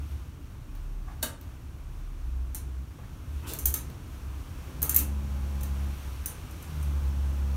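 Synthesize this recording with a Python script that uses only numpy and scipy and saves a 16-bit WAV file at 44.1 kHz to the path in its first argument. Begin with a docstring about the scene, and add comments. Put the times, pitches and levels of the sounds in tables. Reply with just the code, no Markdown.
"""Plastic hangers are handled at a steel rail in a small clothes shop. One clacks against the rail
and its whole frame rings, another rubs past its neighbour, and wire hooks click and scrape.
Clothes bump softly, and the nylon sleeve of a padded jacket swishes as an arm moves.
Street traffic booms through the walls, and twice an engine outside settles into a low drone."""
import sys
import numpy as np
from scipy import signal
from scipy.fft import rfft, irfft, next_fast_len
from scipy.io import wavfile

SR = 44100
rng = np.random.default_rng(int(sys.argv[2]) if len(sys.argv) > 2 else 0)


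def master_out(mix):
    """Clip the mix to full scale and print it as 16-bit PCM to the path in sys.argv[1]."""
    frames = np.transpose(np.atleast_2d(mix))
    ceiling = np.clip(frames, -1, 1)
    pcm = np.round(ceiling * 32767).astype(np.int16)
    wavfile.write(sys.argv[1], SR, pcm)


N = 333396

# How long the shop echoes (a fade_s is the time to drop by 60 dB): freq_hz, fade_s
SHOP_ECHO = [(200, 0.68), (1400, 0.4), (4000, 0.26), (9500, 0.24), (15000, 0.15)]
# Dips where low sound waves cancel in the room: freq_hz, gain_db
ROOM_DIPS = [(82, 0.5), (90, -4.5), (98, 0.5), (210, 0), (218, -7), (226, -3.5), (240, 0)]
# The tone of the microphone: freq_hz, gain_db
MIC_TONE = [(20, 5), (32, 0.5), (4680, 0), (4960, -6), (5300, 0), (10000, -1), (10400, -5.5), (10900, 0.5)]

# Tyre noise growing as traffic comes closer: time_s, level_db
TYRE_LEVELS = [(0, -55.5), (.5, -58.5), (2.85, -58), (3.6, -54.5), (5.6, -50.5), (7.56, -50.5)]
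# The tone of the tyres and of the street's rumble: freq_hz, gain_db
TYRE_TONE = [(200, -23), (400, -4), (700, -6), (1150, -4), (1550, -7.5), (1900, -12.5), (2500, -10.5),
             (4300, -17.5), (5900, -15.5), (7700, -20), (9400, -18), (11000, -21), (13500, -21),
             (15700, -24.5)]
RUMBLE_TONE = [(20, -52), (36, 0), (45, -7.5), (62, 6.5), (78, 0.5), (91, 1), (101, -3.5), (114, -8),
               (128, -5), (150, -10.5), (205, -16.5), (260, -15), (330, -18), (700, -55.5)]
# Low notes from far traffic: peak_s, pitch_hz, level_db, half_length_s
FAR_BOOMS = [(.09, 71.4, -36, 0.072), (2.386, 63.1, -32.5, 0.11), (2.755, 64, -33.5, 0.087),
             (3.364, 71.3, -33.5, 0.048), (3.667, 67.7, -30.5, 0.045), (4.348, 65.96, -38.5, 0.073),
             (6.19, 65.7, -43.5, 0.18)]
# A heavy vehicle pulling through its gears: peak_s, level_db, rise_s, fall_s
GEAR_PULLS = [(.98, -35.5, .25, 0.092), (2.15, -38.5, 0.28, 0.25)]
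# An engine dropping from a rev to a drone: start_s, end_s, level_db
ENGINE_DRONES = [(4.83, 5.884, -30), (6.76, 7.558, -28)]
# The higher notes in its buzz: multiple_of_firing_rate, gain_db
ENGINE_OVERTONES = [(2, 2), (3, 1), (4, -10.5), (5, -13), (7, -15.5), (8, -15.5), (9, -21), (10, -18.5),
                    (12, -14.5), (13, -30), (14, -22), (15, -17.5), (22, -24)]

# Moves of the sleeve: peak_s, level_db, half_length_s
SLEEVE_STROKES = [(0.115, -60, 0.065), (3.386, -61, 0.09), (3.96, -80, .06), (4.128, -66, 0.045),
                  (4.7, -63, 0.068), (6.007, -57.5, 0.21), (6.616, -62, 0.047), (6.795, -60, 0.12)]
# Where the hiss of nylon is strongest: freq_hz, width_hz, gain_db
NYLON_PEAKS = [(900, 900, -4), (2700, 1600, 4.5), (5860, 450, 0), (9250, 350, 3.5), (12850, 260, 5.5),
               (13200, 240, -2)]
# Clothes bumping their neighbours: start_s, level_db, pitch_hz, rise_s
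CLOTHES_BUMPS = [(1.074, -50, 790, .012), (1.103, -50.5, 775, 0.01), (2.984, -50.5, 534, 0.007),
                 (3.03, -55, 850, 0.0073), (3.427, -53, 950, 0.013), (3.493, -45, 308, 0.022),
                 (3.893, -52.5, 322, 0.014), (4.66, -52, 245, .06), (4.796, -48, 290, 0.032),
                 (4.815, -54, 950, .02), (4.968, -47, 255, 0.029)]
# Where a dragged hanger squeaks: freq_hz, width_hz, gain_db
SQUEAK_PEAKS = [(304, 50, 7), (940, 95, -1), (1250, 52, 3.5), (1540, 69, 0), (2600, 61.5, 1),
                (3040, 80, -6)]
# The tone of a hook scraping the rail: freq_hz, gain_db
SCRAPE_TONE = [(180, -23), (310, -4), (480, -8), (1200, -2), (2000, -7), (3300, 1), (5000, -0.5),
               (6500, -0.5), (9000, 2), (12500, -1), (15700, -3.5)]
# Hooks tapping the rail and each other: start_s, rail_db, hook_db, fade_s
HOOK_TAPS = [(.751, -54, -61, .045), (1.412, -41, -68, .011), (2.547, -37, -33.5, .068),
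             (3.5357, -29.5, -34, .025), (3.588, -46, -29.5, .047), (3.6562, -17, -25, 0.058),
             (3.7404, -20, -22.5, .03), (3.9003, -49, -60, .016), (4.819, -26.5, -42, .038),
             (4.8283, -18, -28.5, 0.031), (4.8943, -19.5, -22, 0.031), (4.9453, -19, -30, 0.05),
             (4.9628, -9.5, -27, 0.036), (4.976, -26, -41, .039), (4.988, -25, -25.5, .036),
             (5.609, -51, -43, .03), (5.632, -38, -38, 0.04), (6.2591, -32, -29, .05),
             (6.51, -61, -48, .042), (6.626, -67, -46, .039), (6.828, -62, -44.5, 0.039)]
# Where the rail, the wire hook and the plastic under it ring: freq_hz, width_hz, gain_db
RAIL_PEAKS = [(6350, 160, -17), (6740, 310, -10.5), (7800, 350, -7.5), (8670, 320, -5.5), (9550, 210, -4.5),
              (10000, 300, -4), (10800, 220, -1.5), (12000, 200, 4), (11770, 220, 4), (13000, 320, 2),
              (13400, 400, 1), (14104, 200, -7), (14500, 390, 2), (14800, 430, 3), (15600, 250, -10)]
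HOOK_PEAKS = [(6240, 220, -3), (6730, 150, -9.5), (7470, 230, -6), (8600, 130, -9), (9390, 200, 3),
              (10100, 120, -4), (10650, 160, -7), (11750, 130, 1), (12900, 200, -0.5), (13300, 260, -14),
              (14400, 130, -8), (14900, 130, -10), (15500, 200, -10)]
PLASTIC_PEAKS = [(286, 66, 6), (507, 53, -5), (884, 84, 0), (1270, 89, -0.5), (1575, 58, 1),
                 (1840, 56, -1.5), (2210, 200, -5.5), (2675, 120, -1.5), (3120, 300, -6), (3670, 290, -7),
                 (4070, 130, -2.5), (4550, 640, -6), (6040, 920, -4.5)]
# The tone of plastic striking the rail: freq_hz, gain_db
CRACK_TONE = [(120, -10), (270, 5.5), (480, -1), (620, 2), (1100, -11.5), (1600, 3), (2000, -7),
              (3200, -0.5), (3850, 2), (4650, 5.5), (5300, -4), (8700, 5.5), (11700, 4.5), (15500, 1)]
# The notes of a struck hanger frame: pitch_hz, gain_db, fade_s
FRAME_NOTES = [(238, -1, 0.52), (272, -2, 0.54), (338, -8.5, 0.29), (420, -14, 0.39), (480, -11, 0.63),
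               (563, -5, 0.42), (623, -2, 0.29), (910, -2, 0.31), (1189, -6.5, 0.44), (1330, -8, 0.39),
               (1570, -1, 0.2), (1640, 0, 0.19), (2150, -5, 0.18), (2600, -9, .22), (3010, -8.5, 0.26),
               (3810, -1, 0.22), (4200, -17, 0.22), (4580, -9, 0.25), (6030, -22, 0.19), (6950, -13, 0.18),
               (7660, -11, 0.14), (8000, -8, 0.18), (8710, 1, 0.15), (9183, -7, .2), (9900, -14, 0.18),
               (11300, -6, 0.17), (11430, 4, 0.15), (12063, -9, .17), (13200, -9, .17), (14700, 3, 0.14)]


def amp(db):
    """Turn decibels into a number to multiply by."""
    return 10 ** (np.asarray(db) / 20)


def unit(x):
    """Scale a sound to an average (rms) strength of 1."""
    return x / np.sqrt(np.mean(x ** 2) + 1e-20)


def along(points, hz):
    """Read between the rows of a (freq_hz, value) table, on a log frequency scale."""
    freqs, values = np.transpose(points)
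    return np.interp(np.log(hz + 1), np.log(freqs + 1), values)


def wobble(rate):
    """A smooth random curve through `rate` points a second."""
    count = int(N * rate / SR) + 4
    smooth = signal.resample(rng.standard_normal(count), count * 10)
    return np.interp(np.arange(N) * rate / SR, np.arange(len(smooth)) / 10, smooth)


def fade(t, fade_s):
    """Die away by 60 dB every fade_s seconds."""
    return np.exp(-np.log(1000) * t / fade_s)


def swell(t, rise_s, fall_s):
    """A bell-shaped rise and fall that peaks at t = 0."""
    return np.exp(-(t / np.where(t < 0, rise_s, fall_s)) ** 2 / 2)


def add(track, start_s, sound):
    """Mix a sound into the track at start_s."""
    part = track[max(round(start_s * SR), 0):][:len(sound)]
    part += sound[:len(part)]


def filtered(x, gain_at):
    """Multiply each frequency in a sound by gain_at(hz)."""
    size = next_fast_len(len(x) + 8192)
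    return irfft(rfft(x, size) * gain_at(np.fft.rfftfreq(size, 1 / SR)), size)[:len(x)]


def shaped(x, tone):
    """Give a sound the tone of a (freq_hz, gain_db) table."""
    return filtered(x, lambda hz: amp(along(tone, hz)))


def noise(tone, size=N):
    """Noise of strength 1 with the given tone."""
    return unit(shaped(rng.standard_normal(size), tone))


def ringing_noise(peaks, size=N):
    """Noise of strength 1 gathered around (freq_hz, width_hz, gain_db) peaks."""
    centre, width, db = np.transpose(peaks)[:, :, None]

    def gain_at(hz):
        each_peak = amp(db) * hz * width / (centre ** 2 - hz ** 2 + 1j * hz * width)
        return np.linalg.norm(each_peak, axis=0)
    return unit(filtered(rng.standard_normal(size), gain_at))


def ringing_notes(notes, t, scatter_db):
    """Pure notes that fade together, each at a slightly random strength."""
    hz, db, fade_s = np.transpose(notes)[:, :, None]
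    gain = amp(db + scatter_db * rng.standard_normal(db.shape))
    phase = 2 * np.pi * (hz * t + rng.random(hz.shape))
    return np.sum(gain * np.sin(phase) * fade(t, fade_s), axis=0) / np.linalg.norm(gain)


def in_shop(x, echo_db):
    """Add the small room's echo, in which low notes last longest."""
    hz, t, bands = signal.stft(rng.standard_normal(SR // 2), SR, nperseg=256)
    echo = signal.istft(bands * fade(t, along(SHOP_ECHO, hz)[:, None]), SR, nperseg=256)[1]
    echo *= 1 - np.exp(-(np.arange(len(echo)) / SR / 0.0088) ** 2)  # echoes take a moment to build
    echo *= amp(echo_db) / np.linalg.norm(echo)
    echo[0] += 1  # the direct sound
    return signal.fftconvolve(x, echo)[:len(x)]


def street():
    """Tyre noise gets brighter as it grows, over a rumble that gathers in the room's low notes."""
    times, levels = np.transpose(TYRE_LEVELS)
    tyre_db = np.interp(np.arange(N) / SR, times, levels)
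    growth_db = tyre_db - tyre_db.mean()
    tyres = noise(TYRE_TONE)
    roar = filtered(tyres, lambda hz: 1 / (1 + (hz / 1600) ** 4))
    hiss = tyres - roar
    road = amp(growth_db) * hiss + amp(0.75 * growth_db) * roar  # the low roar grows more slowly
    rumble = amp(-40.5 + 0.33 * growth_db + 0.5 * wobble(5)) * noise(RUMBLE_TONE)
    return amp(tyre_db.mean() + 0.48 * wobble(9)) * road + rumble


def far_traffic():
    """Far traffic comes through only as single low notes that swell and fade."""
    out, t = np.zeros(N), np.arange(N) / SR
    for peak_s, hz, db, half_s in FAR_BOOMS:
        note = unit(np.sin(2 * np.pi * (hz * t + rng.random())))
        out += amp(db) * swell(t - peak_s, half_s, half_s) * note
    return out


def heavy_vehicle():
    """A heavy vehicle throbs, its pitch climbing as it pulls through each gear."""
    out, t = np.zeros(N), np.arange(N) / SR
    pitch_hz, climb_hz_per_s = 36.6, 4.5
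    for peak_s, db, rise_s, fall_s in GEAR_PULLS:
        hz = pitch_hz + climb_hz_per_s * (t - peak_s)
        note = unit(np.sin(2 * np.pi * np.cumsum(hz) / SR))
        out += amp(db) * swell(t - peak_s, rise_s, fall_s) * note
    return out


def engine():
    """An engine slows from a rev to a steady firing rate, where the room booms and buzzes with it."""
    out, t = np.zeros(N), np.arange(N) / SR
    steady_hz, rev_extra_hz, settle_s = 69.1, 6, 0.13
    sag_hz_per_s, build_db_per_s, boom_width_hz = 12.3, 2.5, 5.5
    for start_s, end_s, db in ENGINE_DRONES:
        early, late = np.minimum(t - start_s, 0), np.maximum(t - end_s, 0)
        rev_hz = rev_extra_hz * np.exp(-np.maximum(t - start_s, -settle_s) / settle_s)
        hz = steady_hz + rev_hz - sag_hz_per_s * late
        phase = 2 * np.pi * np.cumsum(hz * (1 + 0.0012 * wobble(8))) / SR
        settled = 1 / (1 + ((hz - steady_hz) / boom_width_hz) ** 2)  # 1 at the steady rate
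        hum_db = db + build_db_per_s * np.minimum(t - end_s, 0) + 0.95 * wobble(11)
        hum = amp(hum_db) * unit(np.sin(phase))
        buzz = unit(sum(
            amp(gain_db + 1.3 * wobble(5.5)) * np.sin(multiple * phase + 2 * np.pi * rng.random())
            for multiple, gain_db in ENGINE_OVERTONES))
        octave = unit(np.sin(2 * phase))  # takes over while the engine revs
        overtones = amp(-44) * settled ** 2 * buzz + amp(-40.3) * np.sqrt(1 - settled) * octave
        out += swell(early + late, rise_s=0.09, fall_s=0.089) * settled * hum
        out += swell(early + late, rise_s=0.055, fall_s=0.049) * overtones
    return out


def sleeve():
    """The nylon weave of a padded jacket swishes faintly at each move of the arm."""
    t = np.arange(N) / SR
    strokes = sum(amp(db) * swell(t - peak_s, half_s, half_s) for peak_s, db, half_s in SLEEVE_STROKES)
    return strokes * amp(0.64 * wobble(30)) * ringing_noise(NYLON_PEAKS)


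def clothes_bumps():
    """Hangers padded by their clothes meet with dull, hollow bumps."""
    out, t = np.zeros(N), np.arange(SR // 3) / SR
    for start_s, db, hz, rise_s in CLOTHES_BUMPS:
        peaks = [(hz, hz / 9, 0), (hz * 1.45, hz / 6, -3), (hz * 2.08, hz / 4, -9)]
        soft_push = t / rise_s * np.exp(1 - t / rise_s)
        add(out, start_s, amp(db) * ringing_noise(peaks, len(t)) * soft_push)
    return in_shop(out, echo_db=-9.5)


def hanger_rub():
    """A hanger rubs past its neighbour, its pitch rising as the touching point slides."""
    start_s, end_s, start_hz, end_hz = 4.835, 4.995, 1000, 2850
    t = np.arange(N) / SR
    held_t = np.clip(t, start_s, end_s)
    progress = (held_t - start_s) / (end_s - start_s)
    hz = start_hz * (end_hz / start_hz) ** (progress ** 1.3)  # the slide speeds up
    phase = 2 * np.pi * np.cumsum(hz) / SR
    friction = unit(wobble(520) * np.sin(phase) + wobble(520) * np.cos(phase))  # a narrow band of noise
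    stroke = swell(t - held_t, rise_s=0.016, fall_s=0.016)
    return in_shop(amp(-53.5) * stroke * friction, echo_db=-3)


def hook_scrape():
    """A dragged hook first squeaks through its hanger, then catches on the rail in many tiny slips."""
    t = np.arange(N) / SR
    squeak_s, rasp_s = 3.462, 3.485
    slips = rng.standard_normal(N) * amp(2.5 * wobble(1100))
    squeak = amp(-47.5) * swell(t - squeak_s, rise_s=0.016, fall_s=0.034) * ringing_noise(SQUEAK_PEAKS)
    rasp = amp(-39.5) * swell(t - rasp_s, rise_s=0.01, fall_s=0.04) * unit(shaped(slips, SCRAPE_TONE))
    return in_shop(squeak + rasp, echo_db=-5)


def hook_clicks():
    """Each hook chatters briefly on the rail, rings on, and shakes the plastic under it."""
    out, t = np.zeros(N), np.arange(SR // 3) / SR
    for start_s, rail_db, hook_db, fade_s in HOOK_TAPS:
        chatter = fade(t, fade_s)
        rail = amp(rail_db) * ringing_noise(RAIL_PEAKS, len(t)) * chatter
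        hook = amp(hook_db) * ringing_noise(HOOK_PEAKS, len(t)) * (chatter + amp(-17) * fade(t, 0.23))
        tap_db = (rail_db + hook_db) / 2
        plastic = amp(-28.7 + 0.5 * tap_db) * ringing_noise(PLASTIC_PEAKS, len(t)) * fade(t, 0.09)
        add(out, start_s, in_shop(rail + hook, echo_db=-4.5) + in_shop(plastic, echo_db=-0.5))
    return out


def hanger_clack():
    """A plastic shoulder touches the rail, strikes it hard, rings, and knocks the next hanger."""
    out, t = np.zeros(N), np.arange(SR // 2) / SR
    strike_s = 1.2275
    touch = amp(-47) * noise(CRACK_TONE, len(t)) * fade(t, 0.06)
    add(out, strike_s - 0.0047, touch)
    contact = fade(t, 0.052) * (1 - 0.7 * fade(t, 0.012))
    crack = amp(-17.8) * noise(CRACK_TONE, len(t)) * contact
    frame = amp(-28) * ringing_notes(FRAME_NOTES, t, scatter_db=1) * (1 - fade(t, 0.012))
    add(out, strike_s, in_shop(crack, echo_db=-4.5) + frame)
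    knock = ringing_noise([(900, 70, -2), (1240, 90, -4), (1600, 140, -2)], len(t)) * fade(t, 0.069)
    add(out, strike_s + 0.0081, in_shop(amp(-36.5) * knock, echo_db=-4))
    return out


def scene():
    """Hangers and cloth over the traffic, in one channel."""
    traffic = shaped(engine() + far_traffic() + heavy_vehicle() + street(), ROOM_DIPS)
    hangers = hook_clicks() + hanger_clack() + hook_scrape() + hanger_rub()
    cloth = clothes_bumps() + sleeve()
    return (traffic + cloth + hangers)[None]


def record(dry):
    """The microphone lifts the deepest bass, has two narrow dips and loses the highest treble."""
    top_hz = 15750
    coloured = shaped(dry[0], MIC_TONE)
    return filtered(coloured, lambda hz: 1 / np.sqrt(1 + (hz / top_hz) ** 400))[None]


dry = scene()
out = record(dry)
master_out(out)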